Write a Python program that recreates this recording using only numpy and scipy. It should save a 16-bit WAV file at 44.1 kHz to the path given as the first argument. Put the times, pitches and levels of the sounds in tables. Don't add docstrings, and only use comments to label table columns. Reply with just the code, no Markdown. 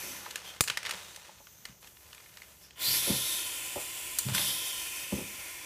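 import sys
import numpy as np
from scipy import signal
from scipy.fft import rfft, irfft
from scipy.io import wavfile
from scipy.ndimage import uniform_filter1d

SR = 44100
rng = np.random.default_rng(int(sys.argv[2]) if len(sys.argv) > 2 else 0)


def generate_wav(sig):
    pcm = np.round(np.clip(np.atleast_2d(sig).T, -1, 1) * 32767).astype(np.int16)
    wavfile.write(sys.argv[1], SR, pcm)


N = 249165
TIME = np.arange(N) / SR
HIT_TIME = TIME[:SR // 3]
WINDOW = 1024
BIN_HZ, FRAME_S, _ = signal.stft(TIME, SR, nperseg=WINDOW)

# frequency in Hz, gain in dB.
ROOM_EQ = [(15, -20), (25, -15), (64, 10), (198, -1.5), (305, -8.5), (378, -5), (1140, -15), (1850, -24),
           (4870, -16), (6210, -6.5), (9550, -28), (12500, -14.5), (15500, -16)]
# frequency in Hz, gain in dB.
PAPER_EQ = [(88, -56), (150, -13), (193, -2.5), (239, -19.5), (404, -4.5), (519, -5.5), (618, -4),
            (2020, -4), (2230, -5), (2810, -4), (8490, -13.5), (15500, -29)]
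# start in seconds, seconds until the fade, relative level in dB.
SHUFFLES = [(-.02, 0.57, -49.5), (0.658, 0.22, -51.5), (0.837, .1, -42), (0.966, 0.086, -48),
            (1.076, .24, -55), (1.347, 0.38, -64.5), (1.65, .025, -57.5), (1.819, 0.036, -56),
            (2, .53, -59.5), (2.608, 0.12, -62.5), (4.279, 0.029, -38.5), (4.338, .085, -41.5)]
# frequency in Hz, level in dB.
TUB_MODES = [(72, -5), (97, -1.5), (130, 3.5), (165, -2.5), (200, 3.5), (267, -1.5), (330, -8.5),
             (374, -2.5), (560, -3), (700, -8), (860, -2), (1030, -2.5), (1220, -4.5)]
# frequency in Hz, gain in dB.
SHELF_EQ = [(30, -24), (70, 0), (110, 1), (220, -10), (600, -26), (2000, -48)]
# start in seconds, peak in dB, centre pitch in Hz, t60 in seconds,
# chatter against the wall tone in dB.
TUB_KNOCKS = [(0.029, -44.5, 370, 1, -2), (.261, -36.5, 1210, 0.029, -4), (0.7, -47, 168, .11, -22),
              (1.172, -46, 750, 0.045, -3), (1.291, -42, 800, 0.03, -1), (1.402, -49, 746, .042, 0),
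              (1.688, -45.5, 169, .19, -7), (2.87, -40.5, 135, 0.62, -12), (3.071, -29, 450, 0.29, -1.5),
              (3.097, -18.5, 250, 0.12, -3.5), (3.134, -34, 125, .22, 4), (3.757, -29.5, 540, .14, 0),
              (4.252, -25.5, 146, 0.48, -6), (4.296, -31.5, 123, .51, 2), (5.122, -21.5, 300, 0.16, -5),
              (5.178, -28.5, 343, 0.13, 1.5), (5.205, -35.5, 292, 0.41, -7)]
# frequency in Hz, gain in dB.
PLASTIC_EQ = [(100, -22.5), (600, -13.5), (1200, -4), (1800, 1.5), (2300, -1), (2870, -0.5), (3600, -4),
              (4330, -1), (6000, -3), (8400, -4), (11000, -8.5), (15500, -17)]
# start in seconds, relative peak in dB,
# relative treble in dB, pitch of the spot in Hz.
TONG_TICKS = [(.26, -32, -26, 1320), (.309, -28, -3, 3350), (.357, -19.5, -6, 2804), (.638, -22.5, 1, 2500),
              (.676, -21, -7, 4600), (.681, -17.5, -11, 3360), (.699, -14.5, -14, 2600),
              (.717, -37, -16, 2420), (.772, -15.5, -10, 1890), (.83, -27, -9, 1850),
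              (.851, -24, -22, 2000), (.861, -23.5, -9, 3650), (.867, -21.5, -17, 2060),
              (.893, -23, -10, 1400), (.909, -19, -8.5, 2450), (1.161, -31, -1.5, 3990),
              (1.469, -37.5, -19, 1210), (1.653, -26, -7, 2040), (1.872, -40.5, -10, 3100),
              (1.969, -43, -17, 2920), (2.129, -34.5, -12, 3500), (2.147, -38, -1, 2400),
              (2.179, -38, -24, 2190), (2.26, -40.5, -18, 2430), (2.371, -34.5, -10, 2040),
              (2.419, -32, -11, 2040), (2.707, -39.5, -11, 2920), (4.348, -16, -5, 3540),
              (4.38, -17.5, -16, 3300)]
# frequency in Hz, level in dB, t60 in seconds.
STEEL_MODES = [(6320, -8, 0.28), (7106, 0, 0.26), (7806, -3, 0.27), (8177, -3, 0.16), (9022, -2, 0.19),
               (9426, -4, 0.17), (10230, -9, 0.49)]
# frequency in Hz, gain in dB.
CLASH_EQ = [(500, -46), (1000, -19), (2300, -10.5), (3400, -17.5), (4400, -3.5), (5200, -9), (6500, -4.5),
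            (7200, 1.5), (8300, -1.5), (10700, -3.5), (12300, -8), (15500, -7.5)]
# frequency in Hz, gain in dB.
RIM_EQ = [(40, -1), (130, 3.5), (450, 2.5), (900, -1), (2500, 0.5), (6000, 0.5), (15000, -12)]
# start in seconds, clash peak in dB, then ring and rim blow,
# both in dB against the clash.
TONG_SNAPS = [(.6078, -12.5, -17, 0.5), (4.187, -14.5, -22, -28)]
# frequency in Hz, gain in dB.
GLOTTIS_EQ = [(60, 0.5), (200, -8.5), (700, -2), (1250, -8), (2200, 3.5), (3300, 0.5), (4100, 0.5),
              (5200, 0), (7000, 2), (8600, 1.5), (11200, 2.5), (13000, 3), (15500, -1.5)]
# frequency in Hz, width in Hz, lift in dB.
TUB_AIR = [(340, 96, 11), (480, 150, 0.5), (740, 100, 3), (1026.4, 82, 17), (1225, 120, 0), (1393, 75, 14),
           (1620, 100, 0), (1830, 48, 7), (2630, 180, 3), (2860, 150, -2), (3130, 120, 6), (3466, 250, 4.5),
           (4000, 370, -3), (4570, 160, 1), (6540, 320, -4.5), (7820, 370, 2), (9700, 390, 2),
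           (12000, 270, -0.5), (14800, 600, -2.5)]
# time in seconds, frequency in Hz, lift in dB.
THROAT_GLIDE = [(0, 2180, 6), (.25, 2420, 2), (.5, 3370, 16.5), (1.4, 3900, 12), (2, 3150, -1),
                (2.78, 2880, 4.5), (2.87, 4120, 13.5), (2.93, 4200, 9.5), (3.03, 3950, 6),
                (3.3, 3760, 12.5), (3.48, 3420, 4.5), (3.65, 2700, 7), (4.17, 2730, 7.5), (4.46, 3680, 9.5),
                (5, 2610, 9), (5.65, 2200, 7.5)]
# start, rise and hold in seconds, level in dB, fade in dB a second,
# throat band against the treble in dB, middle resonance in Hz, its lift in dB, high resonance in Hz,
# its lift in dB.
BREATHS = [(-.03, 0.028, 0.1, -43, 52, -5.5, 6040, 10, 11500, 5.5),
           (0.421, .04, 0.036, -52.5, 190, 3.5, 5900, 7, 11500, -1),
           (.85, 0.069, 0.12, -53.5, 30, -4, 6260, 7, 12500, -5),
           (1.31, 0.13, 0.2, -60, 30, -17, 6300, 16, 13800, 12),
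           (1.79, 0.027, 0.81, -60, 250, -10, 6230, 1, 12300, 3),
           (2.595, 0.04, 0.022, -56.5, 300, -9, 5100, 19, 12200, 4),
           (2.738, 0.057, .01, -54, 200, 3.5, 4280, -2, 14300, 4),
           (2.772, 0.1, .02, -31, 150, 0, 4370, 3.5, 14400, 6.5),
           (2.849, 0.087, 0.035, -30.5, 58, -4.5, 5850, 6.5, 11100, 10),
           (2.928, 0.15, 0.24, -34.5, 42, -2.5, 5630, 4.5, 10450, 6.5),
           (3.145, 0.21, 0.98, -41.5, 51, -3.5, 7300, 4, 9300, 4),
           (4.321, 0.037, 0.13, -32.5, 50, -2, 5250, 6, 10800, 7.5),
           (4.402, 0.3, 0.081, -40, 8.5, -2, 6140, 4.5, 9300, 3)]


def undb(db):
    return 10 ** (np.asarray(db) / 20)


def unit(x):
    return x / np.sqrt(np.mean(x ** 2))


def eq_db(points, hz):
    point_hz, db = np.transpose(points)
    return np.interp(np.log(hz + 1), np.log(point_hz), db)


def bell(hz, centre, width):
    return 1 / (1 + (2 * (hz - centre) / width) ** 2)


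def colour(x, points, size=4096):
    cepstrum = irfft(np.log(undb(eq_db(points, np.fft.rfftfreq(size, 1 / SR)))))
    causal = np.r_[cepstrum[0], 2 * cepstrum[1:size // 2]]
    response = irfft(np.exp(rfft(causal, size)))
    return signal.fftconvolve(x, response)[:len(x)]


def fade(t60):
    return np.exp(-np.log(1000) * HIT_TIME / t60)


def burst(t60):
    return rng.standard_normal(len(HIT_TIME)) * fade(t60)


def swell(age, rise_s, hold_s, fade_db_per_s):
    rising = np.sin(np.pi / 2 * np.clip(age / rise_s, 0, 1)) ** 2
    return rising * undb(-fade_db_per_s * np.maximum(age - rise_s - hold_s, 0))


def peak(x, db):
    return x * undb(db) / np.sqrt(2 * uniform_filter1d(x ** 2, size=64).max())


def add(out, start_s, x):
    i = int(start_s * SR)
    out[i:i + len(x)] += x[:N - i]


def wander(rate_hz):
    step = int(SR / rate_hz)
    stairs = np.repeat(rng.standard_normal(N // step + 1), step)
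    return unit(uniform_filter1d(stairs, step)[:N])


def room_tone(level_db=-61.5, waver_db=1):
    return unit(colour(rng.standard_normal(N), ROOM_EQ)) * undb(level_db + waver_db * wander(3.88))


def rack_echo(x, near_db=-13, near_t60=0.018, far_db=-21, far_t60=0.47):
    near = burst(near_t60) * (HIT_TIME > .002)
    far = burst(far_t60) * (HIT_TIME > .012)
    response = undb(near_db) * near / np.linalg.norm(near) + undb(far_db) * far / np.linalg.norm(far)
    return x + signal.fftconvolve(x, response)[:N]


def bedding(creases_per_s=8000, grain_db=3.5, patchy_db=1, gain_db=-1, rise_s=0.0087):
    power = sum((undb(db) * swell(TIME - start, rise_s, length - rise_s, fade_db_per_s=136)) ** 2
                for start, length, db in SHUFFLES)
    sizes = undb(grain_db * np.minimum(rng.exponential(size=N), 4))
    creases = (rng.random(N) < creases_per_s / SR) * rng.standard_normal(N) * sizes
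    return unit(colour(creases, PAPER_EQ)) * np.sqrt(power) * undb(gain_db + patchy_db * wander(50))


def tub_knocks(spread_octaves=0.58, rise_s=0.0021, shelf_db=-9, chatter_stretch=1.6):
    out = np.zeros(N)
    attack = 1 - np.exp(-HIT_TIME / rise_s)
    for start, db, centre_hz, t60, chatter_db in TUB_KNOCKS:
        modes = [(hz, mode_db - 10 * np.log10(1 + (np.log2(hz / centre_hz) / spread_octaves) ** 4))
                 for hz, mode_db in TUB_MODES]
        walls = sum((-1) ** k * undb(mode_db) * np.sin(2 * np.pi * hz * rng.normal(1, 0.017) * HIT_TIME)
                    for k, (hz, mode_db) in enumerate(modes))
        chatter = colour(burst(t60 * chatter_stretch), [(30, -35), *modes, (2200, -55)])
        thud = undb(shelf_db) * min(300 / centre_hz, 1) * unit(colour(burst(t60), SHELF_EQ))
        knock = unit(walls * fade(t60)) + undb(chatter_db) * unit(chatter) + thud
        add(out, start, peak(knock * attack, db))
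    return out


def small_taps(taps_per_s=10, lift_db=12, scatter_db=5, treble_db=-8, usual_hz=2480):
    rows = []
    for start, length, db in SHUFFLES:
        for when, size, octaves in rng.uniform(-0.83, 1, (round(taps_per_s * length), 3)):
            tap_s = max(start + length * (when + 1) / 2, 0)
            rows.append((tap_s, db + lift_db + scatter_db * size, treble_db, usual_hz * 2 ** octaves))
    return rows


def tong_ticks(gain_db=-5, rise_s=.0009, t60=0.019, tail_db=-24, tail_t60=0.27, bright_db=5, spot_db=6):
    out = np.zeros(N)
    attack = 1 - np.exp(-HIT_TIME / rise_s)
    for start, db, treble_db, hz in [*TONG_TICKS, *small_taps()]:
        contact = (burst(t60) + undb(tail_db) * burst(tail_t60)) * attack
        hardness = [(3500, 0), (8000, treble_db + bright_db)]
        spot = [(hz / 1.27, 0), (hz, spot_db), (hz * 1.35, 0)]
        tick = colour(colour(colour(contact, PLASTIC_EQ), hardness), spot)
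        add(out, start, peak(tick, db + gain_db))
    return out


def tong_snaps(clash_t60=0.038, blow_t60=0.00027, rebound_s=0.000813, shimmer_db=-17, shimmer_t60=0.27):
    out = np.zeros(N)
    ring = sum(undb(db) * fade(t60) * np.sin(2 * np.pi * (hz * HIT_TIME + rng.random()))
               for hz, db, t60 in STEEL_MODES)
    for start, db, ring_db, blow_db in TONG_SNAPS:
        clash = colour(burst(clash_t60) + undb(shimmer_db) * burst(shimmer_t60), CLASH_EQ)
        add(out, start, peak(clash, db) + peak(ring, db + ring_db))
        blow = peak(colour(-fade(blow_t60), RIM_EQ), db + blow_db)
        add(out, start, blow)
        add(out, start + rebound_s, 1.17 * blow)
        add(out, start + 3 * rebound_s, 0.57 * blow)
    return out


def band_rms(gain, lo_hz, hi_hz):
    return np.sqrt(np.sum(gain[(BIN_HZ > lo_hz) & (BIN_HZ < hi_hz)] ** 2, axis=0) / len(BIN_HZ))


def wall_comb(hz, lag_s=.0017, drift=0.036, depth_db=3.0):
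    lag = lag_s * (1 + drift * np.interp(FRAME_S, TIME, wander(1.864)))
    return depth_db * np.cos(2 * np.pi * hz * lag) * np.minimum(hz / 4000, 1) ** 2


def airflow():
    powers, tones = [], []
    for start, rise, hold, db, fade_rate, *tone in BREATHS:
        force = swell(FRAME_S - start, rise, hold, fade_rate) + 1e-5
        powers.append((force * undb(db)) ** 2)
        tones.append(np.array(tone)[:, None])
    total = sum(powers)
    blend = sum(power * tone for power, tone in zip(powers, tones)) / total
    return 10 * np.log10(total), *blend


def snake_hiss(flutter_db=.5, tremble=0.029, soft_db=-43, bass_cut_per_db=0.38):
    level_db, share_db, middle_hz, middle_db, high_hz, high_db = airflow()
    glide_s, glide_hz, glide_db = np.transpose(THROAT_GLIDE)
    quiver = 1 + tremble * np.interp(FRAME_S, TIME, wander(17))
    throat_hz = np.interp(FRAME_S, glide_s, glide_hz) * quiver
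    throat_db = np.interp(FRAME_S, glide_s, glide_db)
    hz = BIN_HZ[:, None]
    airway_db = (throat_db * bell(hz, throat_hz, width=1000)
                 + middle_db * bell(hz, middle_hz, width=1400)
                 + high_db * bell(hz, high_hz, width=2200))
    tub_db = sum(lift * bell(hz, centre, width) for centre, width, lift in TUB_AIR)
    gain = undb(eq_db(GLOTTIS_EQ, hz) + airway_db + tub_db + wall_comb(hz))
    gain /= band_rms(gain, 5000, 15000)
    low_band = 1 / (1 + (hz / 4900) ** 8)
    gain *= (undb(share_db) / band_rms(gain, 2000, 4500)) ** low_band
    effort_db = np.clip(level_db - soft_db, -5, 20)
    gain *= undb(-bass_cut_per_db * effort_db / (1 + (hz / 1900) ** 4))
    turbulence = signal.stft(rng.standard_normal(N), nperseg=WINDOW)[2]
    hiss = signal.istft(turbulence * gain * undb(level_db), nperseg=WINDOW)[1][:N]
    return hiss * undb(flutter_db * wander(35))


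def scene():
    sources = snake_hiss() + tong_snaps() + tong_ticks() + bedding() + tub_knocks()
    mono = rack_echo(sources) + room_tone()
    return np.array([mono, mono])


def record(dry, bottom_hz=45, top_hz=15500):
    low_cut = signal.butter(2, bottom_hz, "high", fs=SR, output="sos")
    high_cut = signal.ellip(12, .2, 70, top_hz, fs=SR, output="sos")
    return signal.sosfilt(high_cut, signal.sosfilt(low_cut, dry))


dry = scene()
out = record(dry)
generate_wav(out)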